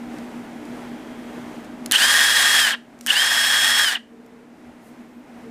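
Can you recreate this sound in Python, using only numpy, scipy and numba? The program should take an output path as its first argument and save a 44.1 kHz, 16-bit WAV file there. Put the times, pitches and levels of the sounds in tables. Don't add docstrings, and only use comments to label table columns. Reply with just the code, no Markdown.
import sys
import numpy as np
from scipy import signal
from scipy.fft import rfft, irfft, next_fast_len
from scipy.io import wavfile
from scipy.ndimage import uniform_filter1d
from numba import njit

SR = 44100
rng = np.random.default_rng(int(sys.argv[2]) if len(sys.argv) > 2 else 0)


def wrap_up_sound(samples):
    columns = np.atleast_2d(samples).T
    tamed = np.clip(columns, -1, 1)
    steps = np.round(tamed * 32767).astype(np.int16)
    wavfile.write(sys.argv[1], SR, steps)


N = 242574
T = np.arange(N) / SR
FFT_SIZE = next_fast_len(N, True)
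FREQS = np.maximum(np.arange(FFT_SIZE // 2 + 1) * SR / FFT_SIZE, 1)

# [start_s, release_s, rattle_db, hiss_db, extra_rattle_under_torque_db, drift_of_both_db_per_s]
TRIGGER_PULLS = [(1.915, 2.604, -18.5, -21.5, 5, .6), (3.066, 3.827, -17.5, -21, 5, -2.5)]
# [frequency_hz, level_db]
HOUSING_RESPONSE = [(150, -31), (450, -24.5), (820, -14.5), (1080, -14), (1400, -11), (1640, 0.0),
                    (1850, -2), (2050, -10.5), (2500, -13), (3350, -8), (4300, -14), (6200, -18),
                    (8600, -16.5), (12500, -27)]

FULL_HZ = 411
TEETH_PER_TURN = 13
STOP_S = .156


def undb(db):
    return 10 ** (np.asarray(db) / 20)


def unit(x):
    return x / np.sqrt(np.mean(x ** 2))


def shape(x, gain):
    return irfft(rfft(x, FFT_SIZE) * gain, FFT_SIZE)[:N]


def colour(points):
    hz, db = np.transpose(points)
    return undb(np.interp(np.log(FREQS), np.log(hz), db))


def resonance(hz, centre_hz, width_hz):
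    return 1 / (1 + 1j * (hz ** 2 - centre_hz ** 2) / (hz * width_hz))


def noise(gain):
    return unit(shape(rng.standard_normal(N), gain))


def wander(rate_hz):
    return noise(1 / (1 + (FREQS / rate_hz) ** 4))


def motor_speed(ramp_s=.115, ramp_bend=.6, governor_knee=9, friction_share=.24, brake_bend=6):
    speed = np.zeros(N)
    for start, release, *_ in TRIGGER_PULLS:
        # unchecked, the motor would pass full speed after ramp_s; the knee levels it off
        free = (np.maximum(T - start, 0) / ramp_s) ** ramp_bend
        governed = free / (1 + free ** governor_knee) ** (1 / governor_knee)
        stopping = np.clip((T - release) / STOP_S, 0, 1)
        lost = friction_share * stopping + (1 - friction_share) * stopping ** brake_bend
        speed += FULL_HZ * governed * np.maximum(1 - lost, 0)
    return speed


def torque(speed, full_torque_hz_per_s=1700):
    acceleration = np.maximum(np.gradient(speed), 0) * SR
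    return np.tanh(acceleration / full_torque_hz_per_s)


def rattle(speed, scatter_db=1.0, repeat=0.71, air=0.93):
    tooth = np.floor(np.cumsum(speed) / SR * TEETH_PER_TURN).astype(int)
    meets = np.diff(tooth, prepend=0)
    force = rng.standard_normal(N) * undb(scatter_db * rng.standard_normal(N))
    pattern = rng.standard_normal(N)[tooth % 104]
    knocks = meets * (force + repeat * pattern) * speed / FULL_HZ
    knocks = knocks / np.std(knocks[speed > FULL_HZ / 2])
    return knocks + air * rng.standard_normal(N)


def gears(speed, split_hz=4300, flutter_db=0.82, rattle_flutter_db=1.1):
    rattle_power, rattle_torque_power = 0.71, 1.14
    hiss_power, hiss_torque_power, hiss_torque_db = 3, 1.2, 4.3

    drive = shape(rattle(speed), 1 / (1 + (110 / FREQS) ** 4))
    housing = colour(HOUSING_RESPONSE)
    low_share = 1 / (1 + (FREQS / split_hz) ** 8)
    body = shape(drive, housing * low_share)
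    hiss = shape(drive, housing * (1 - low_share))
    running = speed > FULL_HZ / 2
    body = body / np.std(body[running]) * undb(rattle_flutter_db * wander(47))
    hiss = hiss / np.std(hiss[running])

    share, push = speed / FULL_HZ, torque(speed)
    coasting_hiss = (1 - push) * share ** hiss_power
    pushed_hiss = push * undb(hiss_torque_db) * share ** hiss_torque_power
    hiss = hiss * (coasting_hiss + pushed_hiss)
    out = np.zeros(N)
    for start, release, rattle_db, hiss_db, torque_db, drift_db in TRIGGER_PULLS:
        coasting_force = (1 - push) * share ** rattle_power
        pushed_force = push * undb(torque_db) * share ** rattle_torque_power
        rattling = undb(rattle_db) * (coasting_force + pushed_force) * body
        active = (T > start) & (T < release + STOP_S)
        out += active * undb(drift_db * (T - start)) * (rattling + undb(hiss_db) * hiss)
    return out * undb(flutter_db * wander(22))


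def whine(speed, fade_share=.875, fade_width=.04, torque_lead=0.037, motor_rough=0.17, gear_rough=0.9):
    # [multiple_of_speed, upright_db, facing_microphone_db, extra_under_torque_db]
    motor_orders = [(4, -24, -27.5, -7.5), (8, -23, -20.5, 10), (13, -35, -28.5, 8), (26, -36, -43, 0.5),
                    (36, -58, -60, -2)]
    # [pitch_at_full_speed_hz, level_db]
    gear_tones = [(50.2, -50), (150.5, -61.5), (1229, -39.5), (1757, -37.5), (1856, -30), (2578, -42),
                  (2890, -44.5), (3961, -42), (5157, -38)]
    # [time_s, tilt (0 upright to 1 facing)]
    tilt_points = [(2.22, 0), (2.38, 0.43), (3.15, 1)]

    speed = speed * (1 + 0.0004 * wander(29))
    turns, share = np.cumsum(speed) / SR, speed / FULL_HZ
    tilt, push = np.interp(T, *np.transpose(tilt_points)), torque(speed)

    def tone(multiple, db, rough):
        flutter = 1 + rough * (wander(41) + 1j * wander(45))
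        return np.sqrt(2) * undb(db) * flutter * np.exp(2j * np.pi * multiple * turns)

    motor = 0
    for multiple, upright, facing, pushed in motor_orders:
        level_db = upright + tilt * (facing - upright) + push * pushed
        motor = motor + tone(round(multiple), level_db, motor_rough)
    train = 0
    for hz, db in gear_tones:
        train = train + tone(hz / FULL_HZ, db, gear_rough * min(hz / 1800, 1))
    emergence = .5 + .5 * np.tanh((share - fade_share + torque_lead * push) / fade_width)
    return (emergence * (motor + share ** 4 * train)).real


def case_ring(speed, ring_hz=2980, ring_width_hz=480, driven_db=-11, coasting_db=-16,
              driven_knock_db=-6, coasting_knock_db=-17):
    driven = np.gradient(speed) > 0
    hardening = np.clip(speed / 150, 0, 1)
    loose = np.clip((FULL_HZ - 40 - speed) / 130, 0, 1)
    tooth_hz = TEETH_PER_TURN * speed * (1 + 0.0096 * wander(150))
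    roughness = 1 + np.where(driven, .7, .2) * wander(120)
    mesh = roughness * np.sin(2 * np.pi * np.cumsum(tooth_hz) / SR)
    tonal = undb(np.where(driven, driven_db, coasting_db)) * mesh
    knocks = undb(np.where(driven, driven_knock_db, coasting_knock_db)) * rng.standard_normal(N)
    return shape(hardening * loose * (tonal + knocks), resonance(FREQS, ring_hz, ring_width_hz) ** 2)


def clicks(tail_db=-25, tail_s=0.0036, body_s=0.0026, q=1.1):
    # [start_s, crack_db, decay_s, centre_hz, housing_knock_re_crack_db]
    click_events = [(0.1852, -34.5, 0.0022, 4360, -20), (.653, -42, 0.0045, 5800, -20),
                    (1.645, -42, 0.0062, 4400, -20), (1.8606, -14, 0.0014, 5500, -24.5),
                    (1.9128, -1, .0006, 5100, -9), (1.921, 16, .0004, 8300, -33),
                    (2.9894, -30, .001, 6900, -20), (3.01, -17.5, 0.0022, 6030, -18),
                    (3.0636, 0.5, 0.00064, 7000, -5.5), (3.0705, 1, 0.00094, 10000, -26),
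                    (4.262, -36, .002, 9000, -22)]
    out, housing = np.zeros(N), noise(colour(HOUSING_RESPONSE))
    age = T[T < .1]
    for start, db, decay, hz, body_db in click_events:
        first = int(start * SR)
        span = slice(first, first + len(age))
        crack = unit(signal.lfilter(*signal.iirpeak(hz, q, fs=SR), rng.standard_normal(len(age))))
        fade = np.exp(-age / decay) + undb(tail_db) * np.exp(-age / tail_s)
        out[span] += undb(db) * crack * fade
        out[span] += undb(db + body_db) * housing[span] * np.exp(-age / body_s)
    bass_cut = signal.butter(2, 350, "highpass", fs=SR, output="sos")
    return .5 * signal.sosfilt(bass_cut, out)


def room(x, wet_db=-22, t60=0.26):
    tail = noise(resonance(FREQS, 2500, 8000)) * undb(-60 * T / t60) * (T > .004)
    tail = tail / np.sqrt(np.sum(tail ** 2))
    return x + undb(wet_db) * signal.fftconvolve(x, tail)[:N]


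def handling():
    # [peak_s, swell_s (peak to 1/e), centre_hz, mode_width_hz, peak_level_db]
    bench_noises = [(1.13, 0.68, 3240, 347, -60), (3.044, 0.038, 6500, 9000, -45.5),
                    (4.26, 0.22, 451.5, 25, -40.5), (4.697, 0.026, 80.6, 35.2, -38.5),
                    (4.869, 0.058, 8950, 11000, -53), (5.147, .08, 13500, 1000, -68),
                    (5.474, 0.056, 447, 25, -38)]
    out = np.zeros(N)
    for peak, length, hz, width, db in bench_noises:
        swell = np.exp(-((T - peak) / length) ** 2)
        out += undb(db) * swell * noise(resonance(FREQS, hz, width) ** 2)
    return out


def fan(air_db=-40.0, swell_db=1.28):
    # [frequency_hz, level_db]
    air_colour = [(20, -14.5), (35, -11.5), (55, -8.5), (100, -9.5), (170, -0.4), (400, 1), (520, -3.5),
                  (780, -2.5), (1100, -9), (2000, -11.5), (3200, -20), (4500, -25), (8500, -28.5),
                  (14500, -36.5)]
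    # [centre_hz, width_hz, level_db]
    fan_modes = [(237.7, 15.2, -39.5), (301.6, 16, -45.5), (625, 5.7, -56)]
    # [pitch_hz, rms_level_db]
    hum_tones = [(120, -64), (240, -39.5), (379, -61.5)]
    out = undb(air_db + swell_db * wander(3.3)) * noise(colour(air_colour))
    for hz, width, db in fan_modes:
        out += undb(db) * noise(resonance(FREQS, hz, 2 * width) ** 2)
    for hz, db in hum_tones:
        out += np.sqrt(2) * undb(db) * np.sin(2 * np.pi * hz * T)
    return out


def scene(driver_db=10.0):
    speed = motor_speed()
    driver = undb(driver_db) * (gears(speed) + whine(speed) + case_ring(speed))
    return (room(driver + clicks()) + handling() + fan())[None]


@njit
def duck(over_db, attack, release):
    cut, out = 0., np.empty(len(over_db))
    for i in range(len(over_db)):
        if over_db[i] > cut:
            cut += (over_db[i] - cut) * attack
        else:
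            cut = max(cut - release, 0.)
        out[i] = cut
    return out


def record(dry, ceiling_db=-12, attack_s=0.0023, recover_db_per_s=3.5, top_hz=15050):
    power = np.abs(uniform_filter1d(dry[0] ** 2, size=160))
    level_db = 10 * np.log10(power + 1e-12)
    cut_db = duck(level_db - ceiling_db, 1 / (attack_s * SR), recover_db_per_s / SR)
    limited = np.clip(dry * undb(-cut_db), -1, 1)
    return signal.sosfilt(signal.ellip(12, .1, 70, top_hz, fs=SR, output="sos"), limited)


dry = scene()
out = record(dry)
wrap_up_sound(out)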